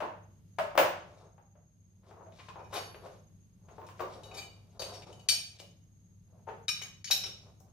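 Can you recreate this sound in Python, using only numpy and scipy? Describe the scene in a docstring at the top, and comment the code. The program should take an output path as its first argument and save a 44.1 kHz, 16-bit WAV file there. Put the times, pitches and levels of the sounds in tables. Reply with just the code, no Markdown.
"""Brass blocks are set down on a hard table top: minimum-phase knocks with decaying board and brass modes.
A steel blade is lifted, slid and fitted into them: each contact force excites its damped bending modes.
Things dragged along the top rub as filtered grains of noise, dull through the table, bright through edges.
A bare workshop answers with a decaying noise tail; rumble, hiss, mains hum and a far insect trill lie under."""
import sys
import numpy as np
from scipy import signal
from scipy.fft import rfft, irfft, next_fast_len
from scipy.io import wavfile
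from scipy.ndimage import uniform_filter1d, map_coordinates

SR = 44100
rng = np.random.default_rng(int(sys.argv[2]) if len(sys.argv) > 2 else 0)


def inscribe(sig):
    """Save sig as 16-bit PCM at rate SR to the path in sys.argv[1].

    A 1-D sig is mono; a 2-D sig holds one channel per row.
    Samples are clipped to [-1, 1] before scaling.
    """
    pcm = np.round(np.clip(np.atleast_2d(sig).T, -1, 1) * 32767)
    wavfile.write(sys.argv[1], SR, pcm.astype(np.int16))


N = 340452  # samples in the scene
SIZE, LEAD = 2 ** 15, 64  # samples in one strike; samples kept free before its force


def amp(db):
    """Definition of the decibel: the amplitude gain of a level in dB."""
    return 10 ** (np.asarray(db) / 20)


def unit(x):
    """Normalization by mean power: x at rms 1."""
    return x / np.sqrt(np.mean(x ** 2) + 1e-20)


def along(points, hz):
    """Logarithmic frequency scale: (f/Hz, value) points interpolated over log frequency."""
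    point_hz, values = np.transpose(points)
    return np.interp(np.log(hz + 1), np.log(point_hz + 1), values)


def wobble(rate):
    """Band-limited random modulation: a smooth curve through `rate` random knots per second."""
    knots = rng.standard_normal(int(N * rate / SR) + 4)
    return map_coordinates(knots, [np.arange(N) * rate / SR])


def filtered(x, response):
    """Convolution theorem: the spectrum of x times a complex response of frequency."""
    length = next_fast_len(N + SR // 2)
    hz = np.fft.rfftfreq(length, 1 / SR)
    return irfft(rfft(x, length) * response(hz), length)[..., :N]


def causal(db):
    """Minimum phase: folding the cepstrum gives these levels their most prompt causal response."""
    cepstrum = irfft(np.log(np.maximum(amp(db), 1e-6)))
    half = len(cepstrum) // 2
    cepstrum[1:half] *= 2
    cepstrum[half + 1:] = 0
    return np.exp(rfft(cepstrum))


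def ringing(modes_hz, modes, hz, damping, scatter_db, force=None, favoured_hz=4500):
    """Modal superposition: damped resonators of random strength and sign, favoured near one pitch."""
    mode_hz = np.c_[modes_hz]
    level_db, t60_s = np.transpose(modes)[..., None]
    chance = rng.standard_normal((2, len(modes), 1))
    width_hz = np.log(1000) / np.pi / t60_s * np.clip(damping, .2, 8)
    favour_db = 11 * np.exp(-(np.log2(mode_hz / favoured_hz) / 0.11) ** 2)
    size = amp(level_db + favour_db + scatter_db * chance[0]) * np.sign(chance[1])
    if force is not None:  # every mode takes a fair share of the push, however the patter falls
        push = uniform_filter1d(np.abs(force), size=9)
        size = size / (np.interp(mode_hz, hz, push) + 0.055)
    resonance = 1j * hz / 2 / (mode_hz * mode_hz - hz * hz + 1j * hz * width_hz)
    return np.sum(size * SR / np.pi * resonance, axis=0)


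# decay time of the workshop: (f/Hz, t60/s)
ROOM_DECAY = [(150, 0.68), (500, 0.45), (2000, 0.48), (6000, 0.45), (14000, .25)]
# left-right likeness of the room tail: (f/Hz, correlation)
ROOM_LIKENESS = [(200, 0.9), (500, 0.7), (1000, 0), (4000, 0), (12000, 0.2)]


def room_tail(hz):
    """Diffuse reverberation: a fresh stereo noise tail, decaying by band, its bass shared by both sides."""
    noise = rng.standard_normal((2, SR * 2 // 3))
    band_hz, t, bands = signal.stft(noise, SR, nperseg=256)
    decay_db = -60 * t / along(ROOM_DECAY, band_hz)[:, None]
    tail = signal.istft(bands * amp(decay_db), SR, nperseg=256)[1]
    mid, side = rfft(tail / np.linalg.norm(tail[0]), 2 * len(hz) - 2)
    turn = np.arccos(np.clip(along(ROOM_LIKENESS, hz), -1, 1)) / 2
    common, opposed = np.cos(turn) * mid, np.sin(turn) * side
    late = np.exp(-2j * np.pi * hz * .006)  # the tail starts 6 ms late
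    return late * np.array([common + opposed, common - opposed])


def placed(hz, pan_db, lag_s):
    """Interchannel differences: the direct path is pan_db stronger and lag_s later on the left."""
    side = np.array([[.5], [-.5]])
    return amp(side * pan_db) * np.exp(-2j * np.pi * hz * lag_s * side)


EVENNESS = .8  # share of the patter's chance colour that evens out
PATTER_MS, PATTER_PER_RISE = 5.1, 0.39  # patter decay/ms, and ms more per ms of rise


def contact(rise_s, decay_s):
    """Impulsive excitation: the force of a first blow, then a dying patter of tiny re-contacts."""
    t = np.arange(SIZE // 4) / SR
    shape = (1 - np.exp(-(t / max(rise_s, 1e-4)) ** 2)) * np.exp(-t / max(decay_s, 5e-4))
    patter = rng.laplace(size=len(t)) * shape
    force = 1.1 * patter / np.linalg.norm(patter)
    force[0] += 0.16 * np.exp(-max(rise_s, 0) / 0.0015)  # the first blow
    push = rfft(np.pad(force, (LEAD, 0)), SIZE)  # room in front for the earlier channel
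    lumps_db = 20 * np.log10(uniform_filter1d(np.abs(push), size=90) + .05)
    return push * causal(-EVENNESS * lumps_db)  # the patter pushes all pitches about alike


def strikes(rows, body, wet_db, pan_db):
    """Linear superposition: each row's force excites the body, heard directly and through the room."""
    out = np.zeros((2, N + SIZE))
    hz = np.fft.rfftfreq(SIZE, 1 / SR)
    for start_s, db, hard_db, *own, rise_ms in rows:
        patter_ms = PATTER_MS + PATTER_PER_RISE * rise_ms
        force = contact(rise_ms / 1000, patter_ms / 1000)
        dry = force * body(hz, force, start_s, db, rise_ms, hard_db, *own)
        loudest_power = uniform_filter1d(irfft(dry) ** 2, size=200).max()
        dry = dry / (2.5 * np.sqrt(loudest_power))  # the loudest few ms set the level
        heard = dry * (placed(hz, pan_db, lag_s=4e-5) + amp(wet_db) * room_tail(hz))
        out[:, round(start_s * SR):][:, :SIZE] += amp(db) * irfft(heard)
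    return out[:, LEAD:N + LEAD]


# spectrum of rumble and hiss: (f/Hz, relative level/dB)
AIR_SPECTRUM = [(12, -51), (25, -26), (45, -13.5), (96, -6.5), (125, -10), (180, -7), (250, -22),
                (320, -25.5), (450, -32), (650, -37.5), (1500, -44.5), (5500, -46.5), (7600, -52.5),
                (13000, -44.5)]
# left-right likeness of rumble and hiss: (f/Hz, correlation)
AIR_LIKENESS = [(30, .92), (100, 0.89), (180, 0.79), (400, 0.65), (1500, 0.07), (12000, 0.052)]
# course of rumble, hiss and hum: (t/s, level/dB)
AIR_LEVEL = [(0.0, -61.5), (0.79, -57.5), (1.46, -64.5), (1.68, -65), (2.75, -57.5), (3.53, -61),
             (4.32, -56.5), (4.6, -60), (5.01, -57.5), (5.52, -60.5), (6.23, -62), (6.64, -57.5),
             (7.1, -60.5), (7.27, -58), (7.72, -61.5)]


def background():
    """Continuous noise and tone of changing level: rumble and hiss, wavering mains hum, an insect trill."""
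    t = np.arange(N) / SR

    def air_response(hz):
        turn = np.arccos(np.clip(along(AIR_LIKENESS, hz), -1, 1)) / 2
        rolled_off = amp(along(AIR_SPECTRUM, hz)) / (1 + (hz / 13200) ** 20)
        return rolled_off * [np.cos(turn), np.sin(turn)]

    def wing_response(hz):  # two equal resonances in a row
        return (1j * hz * 260 / (6490 ** 2 - hz * hz + 1j * hz * 260)) ** 2

    mid, side = filtered(rng.standard_normal((2, N)), air_response)
    air = unit(np.array([mid + side, mid - side]))
    hum = amp(1 + 0.22 * wobble(3.5)) * np.sin(2 * np.pi * 100 * t + 0.29 * wobble(17))
    level = amp(np.interp(t, *np.transpose(AIR_LEVEL)))
    trill = unit(filtered(rng.standard_normal((2, N)), wing_response))
    trill = trill * amp(-77.5 + 3.8 * wobble(54))
    return level * (air + amp([[.45], [-.45]]) * hum) + trill


# spectrum of the table top's knock, also heard in the dull rub: (f/Hz, relative level/dB)
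TABLE_SPECTRUM = [(150, -35), (270, -23), (340, -8.5), (600, -1.5), (850, -3.5), (1080, -3.5), (1500, -7.5),
                  (2000, -14.5), (2850, -17.5), (3800, -27.5), (6500, -34.5), (8400, -40.5), (12000, -41.5),
                  (15500, -47)]
# pitches of the table board's modes: (f/Hz)
BOARD_HZ = [170, 255, 340, 465, 585, 672, 790, 950, 1085]
# ring of those modes before damping and scatter: (level/dB, t60/s)
BOARD_RING = [(-42, 0.095), (-40.5, 0.1), (-36, 0.14), (-37, 0.15), (-33.5, 0.36), (-37, 0.25), (-33.5, .2),
              (-33.5, 0.083), (-32, 0.13)]
# pitches of a brass block's modes: (f/Hz)
BRASS_HZ = [11320, 13630, 15220]
# ring of those modes before damping and scatter: (level/dB, t60/s)
BRASS_RING = [(-12.5, .08), (-5, .1), (7.5, .12)]
# a block rings on a sharp blow: base level/dB, dB per dB of blow, dB lost per ms of rise
BRASS_DB, BRASS_GROWS, BRASS_LOSS_DB_PER_MS = -28.5, 0.27, 5


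def table_top(hz, force, start_s, db, rise_ms, hard_db, spot_hz):
    """Impact spectrum: a harder blow is brighter, the spot hit has its pitch, board and block ring on."""
    spot_db = 9 * np.exp(-(np.log2((hz + 1) / spot_hz) / 0.18) ** 2)
    tilt_db = hard_db * np.log2(hz / 800 + .1)
    knock = causal(along(TABLE_SPECTRUM, hz) + spot_db + tilt_db)
    knock = knock / np.abs(irfft(knock)).max()
    board = ringing(BOARD_HZ, BOARD_RING, hz, damping=0.97, scatter_db=2.0, force=force, favoured_hz=spot_hz)
    brass_db = BRASS_DB + BRASS_GROWS * db - BRASS_LOSS_DB_PER_MS * rise_ms
    brass = ringing(BRASS_HZ, BRASS_RING, hz, damping=0.88, scatter_db=3.5, force=force)
    return knock + board + amp(brass_db) * brass


# blocks and blade set down on the table or shoved along it:
# (t/s, relative level/dB, hardness/(dB per octave), spot's pitch f/Hz, rise/ms)
BUMPS = [(0.002, -28, 1.3, 623, 3.2), (0.018, -26.5, -2.3, 950, 6.2), (0.585, -21.5, 1.55, 620, 1.6),
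         (0.752, -26.5, -5.5, 794, .6), (0.776, -10, 2.8, 560, 0.9), (0.786, -16.5, 4.5, 690, 1.4),
         (1.379, -52, -1.5, 820, 1.4), (1.551, -56, -2.5, 620, 4.2), (2.028, -61.5, 0, 353, 14),
         (2.11, -46, -4, 760, .6), (2.202, -46.5, -6, 950, 6), (2.259, -46.5, -5.5, 656, 7.1),
         (2.381, -49, 2, 1070, 16), (2.482, -40, 2.2, 1050, 3), (2.552, -40, -5, 980, 10),
         (2.593, -40, -4, 890, 5.8), (2.724, -34, 4.9, 1030, 10.6), (2.744, -31, 3.1, 724, 13),
         (2.85, -55, -5.8, 447, 8.9), (2.944, -41.5, -4, 450, .9), (3.033, -42.5, -6, 562, 6),
         (3.058, -45.5, 2.8, 583, 4), (3.683, -50, 3, 725, 4.3), (3.781, -38, -8, 900, 0.75),
         (3.815, -42.5, -1, 1050, 1.5), (3.887, -43.5, 3.9, 1040, .8), (3.991, -33.5, 2, 544, 6.4),
         (4.004, -25.5, -6.5, 1110, 0.63), (4.309, -47, -4, 800, 10.77), (4.378, -45.5, 9, 813, 5),
         (4.795, -33, -5, 523, 0.561), (4.819, -39.5, -3.5, 580, 2.8), (5.322, -43, 1.06, 720, 1.3),
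         (5.597, -45.5, -9, 603, 2.95), (6.32, -58, -13, 650, 6.2), (6.466, -33.5, -5.5, 880, 13.5),
         (6.483, -36.5, 0, 454, 5.6), (6.814, -45.5, 3.5, 420, 2.1), (7.102, -36, 0.3, 763, 1.1),
         (7.233, -43, -4.5, 1370, 3), (7.252, -51.5, -9.5, 420, 1), (7.606, -54.5, -9.5, 742, 0.63)]


def table_knocks():
    """Impact radiation: every bump sets the table top sounding, the direct sound stronger on the left."""
    return strikes(BUMPS, table_top, wet_db=3.0, pan_db=7.5)


# spectrum of hard edges grazing, in the bright rub and the blade's crack: (f/Hz, relative level/dB)
EDGE_SPECTRUM = [(900, -43), (1600, -5.5), (2400, -0.5), (4000, 2), (6000, -3.5), (9000, -9),
                 (13000, -19.5), (16000, -30)]
# pitches of the blade's bending modes: (f/Hz)
STEEL_HZ = [470, 790, 1220, 1630, 2350, 2490, 2915, 3010, 3670, 3830, 4520, 4600, 5310, 5440, 5545, 5960,
            6310, 6530, 6640, 7570, 8670, 9350, 9960, 10440, 11260, 11910, 12480, 13760, 14620, 15400]
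# ring of those modes before the hand's damping and scatter: (level/dB, t60/s)
STEEL_RING = [(-30.5, 0.082), (-45, 0.66), (-26, 0.21), (-23.5, 0.25), (-11, 0.12), (-7, 0.085),
              (-16, 0.47), (-5.5, 0.083), (-5.5, 0.079), (-5, 0.14), (-13.5, 0.36), (-9, 0.12),
              (-13.5, 0.043), (-2, 0.052), (-7, 0.2), (-20.5, 0.09), (-14, 0.16), (-4.5, 0.11), (-4, 0.095),
              (-10.5, 0.11), (-9, 0.098), (-21.5, 0.14), (-6.5, 0.05), (-15, 0.19), (-19, 0.67),
              (-8, 0.074), (-19.5, 0.11), (-17.5, .12), (-35.5, 0.083), (-23.5, .06)]
# things dragged over the top: (middle t/s, half length/s, dull rub's relative level/dB, bright rub's/dB)
STROKES = [(1.15, 0.16, -57.5, -64.5), (1.268, 0.034, -61.5, -80.5), (2.096, 0.054, -75, -69),
           (2.235, 0.2, -59.5, -75), (2.42, .09, -102, -55.5), (2.634, 0.19, -79.5, -87),
           (2.76, 0.052, -42, -46.5), (3.051, 0.046, -51, -63.5), (3.118, 0.078, -61, -62.5),
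           (3.801, 0.16, -60, -65), (4.083, 0.16, -62, -56.5), (4.293, 0.19, -54.5, -63),
           (4.38, 0.068, -57, -80.5), (4.703, 0.26, -67, -68.5), (4.924, 0.12, -50.5, -51),
           (5.105, 0.17, -61, -62), (5.275, 0.02, -55.5, -67.5), (5.588, 0.091, -69.5, -56.5),
           (6.378, 0.1, -70, -93.5), (7.217, 0.067, -65.5, -60.5), (7.467, .09, -66.5, -65),
           (7.696, 0.14, -75, -75.5)]
STROKE_FALL_DB = 14  # from the middle of a stroke to its ends


def rubbing():
    """Friction as random micro-impacts: grains dull through the table, bright through edges and blade."""
    t = np.arange(N) / SR
    strokes = np.zeros((2, N))
    for middle_s, half_s, *levels_db in STROKES:
        strokes += amp(np.c_[levels_db] - STROKE_FALL_DB * ((t - middle_s) / half_s) ** 2)

    def table_response(hz):
        return amp(along(TABLE_SPECTRUM, hz) - 14.2 * np.log2(hz / 800 + 1))

    def edge_response(hz):
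        steel = ringing(STEEL_HZ, STEEL_RING, hz, damping=5.4, scatter_db=2.0, favoured_hz=2270)
        return amp(along(EDGE_SPECTRUM, hz) + 35.5) + steel

    def heard_response(hz):
        return placed(hz, pan_db=5.5, lag_s=4e-5) + amp(-3) * room_tail(hz)

    grains = rng.standard_normal((2, N)) ** 3  # cubing makes the noise sparse
    grains = grains * amp([4 * wobble(25), 4 * wobble(20)])
    dull = unit(filtered(grains[0], table_response))
    bright = unit(filtered(grains[1], edge_response))
    rub = amp(-2.5) * strokes[0] * dull + amp(-10) * strokes[1] * bright
    return filtered(rub, heard_response)


# how hard the hand damps the blade: (t/s, factor on the width of each mode)
GRIP = [(2.3, 3.1), (2.8, 0.4), (3.8, 1.3), (4.3, 1.03), (4.9, 2), (5.3, 1.7), (6.7, 3.45), (7.2, 5)]


def blade(hz, force, start_s, db, rise_ms, hard_db, favoured_hz, ring_db):
    """Bending vibration: hand-damped modes ring over a short crack, both tilted by the hardness."""
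    crack = amp(25.5 - ring_db) * causal(along(EDGE_SPECTRUM, hz))
    tilt = causal(hard_db * np.log2(hz / 4500 + .1))
    damping = np.interp(start_s, *np.transpose(GRIP))
    ring = ringing(STEEL_HZ, STEEL_RING, hz, damping, scatter_db=2.5, force=force, favoured_hz=favoured_hz)
    return tilt * (crack + ring)


# the blade struck, grazed by brass or rocking on the table:
# (t/s, relative level/dB, hardness/(dB per octave), favoured pitch f/Hz, relative ring over crack/dB, rise/ms)
CLINKS = [(2.320, -57.5, -15, 6560, -4, 1.3), (2.384, -48.5, -10, 2340, -18, 17),
          (2.485, -46, -6, 2470, -13, 4.9), (2.584, -57, -8, 2460, 12, 12), (2.635, -59, -8, 2400, 14, 12),
          (2.725, -38, 9, 3624, 4, 15), (2.75, -33.5, -5, 4850, -9.5, 17),
          (2.944, -46, -15.5, 2460, -21, 0.96), (3.781, -79, -10, 724, 9, 2.1),
          (3.865, -52, 3.5, 2490, -2, 1.5), (4.003, -46.5, -2.5, 1190, 5, 0.75),
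          (4.232, -44.5, -0.3, 4040, -4, 2.5), (4.242, -56, 3, 799, 12.5, 1.2),
          (4.310, -46, -8, 1220, 8, 4.4), (4.334, -42, -0.7, 4220, -1, 18),
          (4.362, -35, -2.9, 4830, -3, 20), (4.379, -53, 2, 789, 8.5, 0.77),
          (4.41, -45.5, -8, 2940, 13, 8.2), (4.793, -29, 6, 4510, 2.5, 1.2),
          (4.815, -32.5, -0.5, 4405, -6.3, 8.8), (4.930, -41.5, 1.7, 4680, -10.5, 16),
          (5.019, -47, -7, 2295, -5, 3.4), (5.127, -48, 0.8, 2975, 1.5, .8),
          (5.194, -51, -1, 2950, 2.2, 2.2), (5.286, -12.5, 1, 4470, -1, 1.3),
          (5.598, -41.5, 1, 3140, -4, 1.7), (6.681, -21, -3.7, 3970, 8.5, 1.2),
          (6.686, -20.5, -3.5, 5300, 7, 4), (6.770, -43, -8, 5240, 8.5, 5), (6.814, -34, -6, 2790, 3, 4.4),
          (6.82, -36.5, 1.6, 6400, 9, 2.7), (7.043, -28, -0.7, 5360, -1.5, 0.43),
          (7.069, -35, -4.8, 4440, 2, 8.8), (7.106, -14.5, 2, 5940, 0, 8.4),
          (7.235, -28, -3.5, 5470, 4, 4.7), (7.256, -35, -0.9, 3590, 8, 8.9),
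          (7.601, -54.5, 13.5, 5660, -5, 0.78)]


def blade_clinks():
    """Modal excitation by impact: every clink sets the blade ringing, the direct sound stronger on the left."""
    return strikes(CLINKS, blade, wet_db=-1.43, pan_db=7)


def scene():
    """Superposition of sources: everything on the table, in the room, over the background."""
    return background() + table_knocks() + rubbing() + blade_clinks()


# moments at which the level dips briefly: (t/s)
DIPS = [4.79, 5.058, 5.277, 5.583, 6.669, 7.039]
DIP_S, DIP_DB = 0.0079, 8  # Gaussian width and depth of a dip
TOP_HZ = 16100  # band limit


def record(dry):
    """Amplitude modulation and band limiting: the level dips briefly; nothing is kept above the limit."""
    t = np.arange(N) / SR
    dip_db = sum(DIP_DB * np.exp(-((t - s) / DIP_S) ** 2) for s in DIPS)
    return filtered(dry * amp(-dip_db), lambda hz: hz < TOP_HZ)


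dry = scene()
out = record(dry)
inscribe(out)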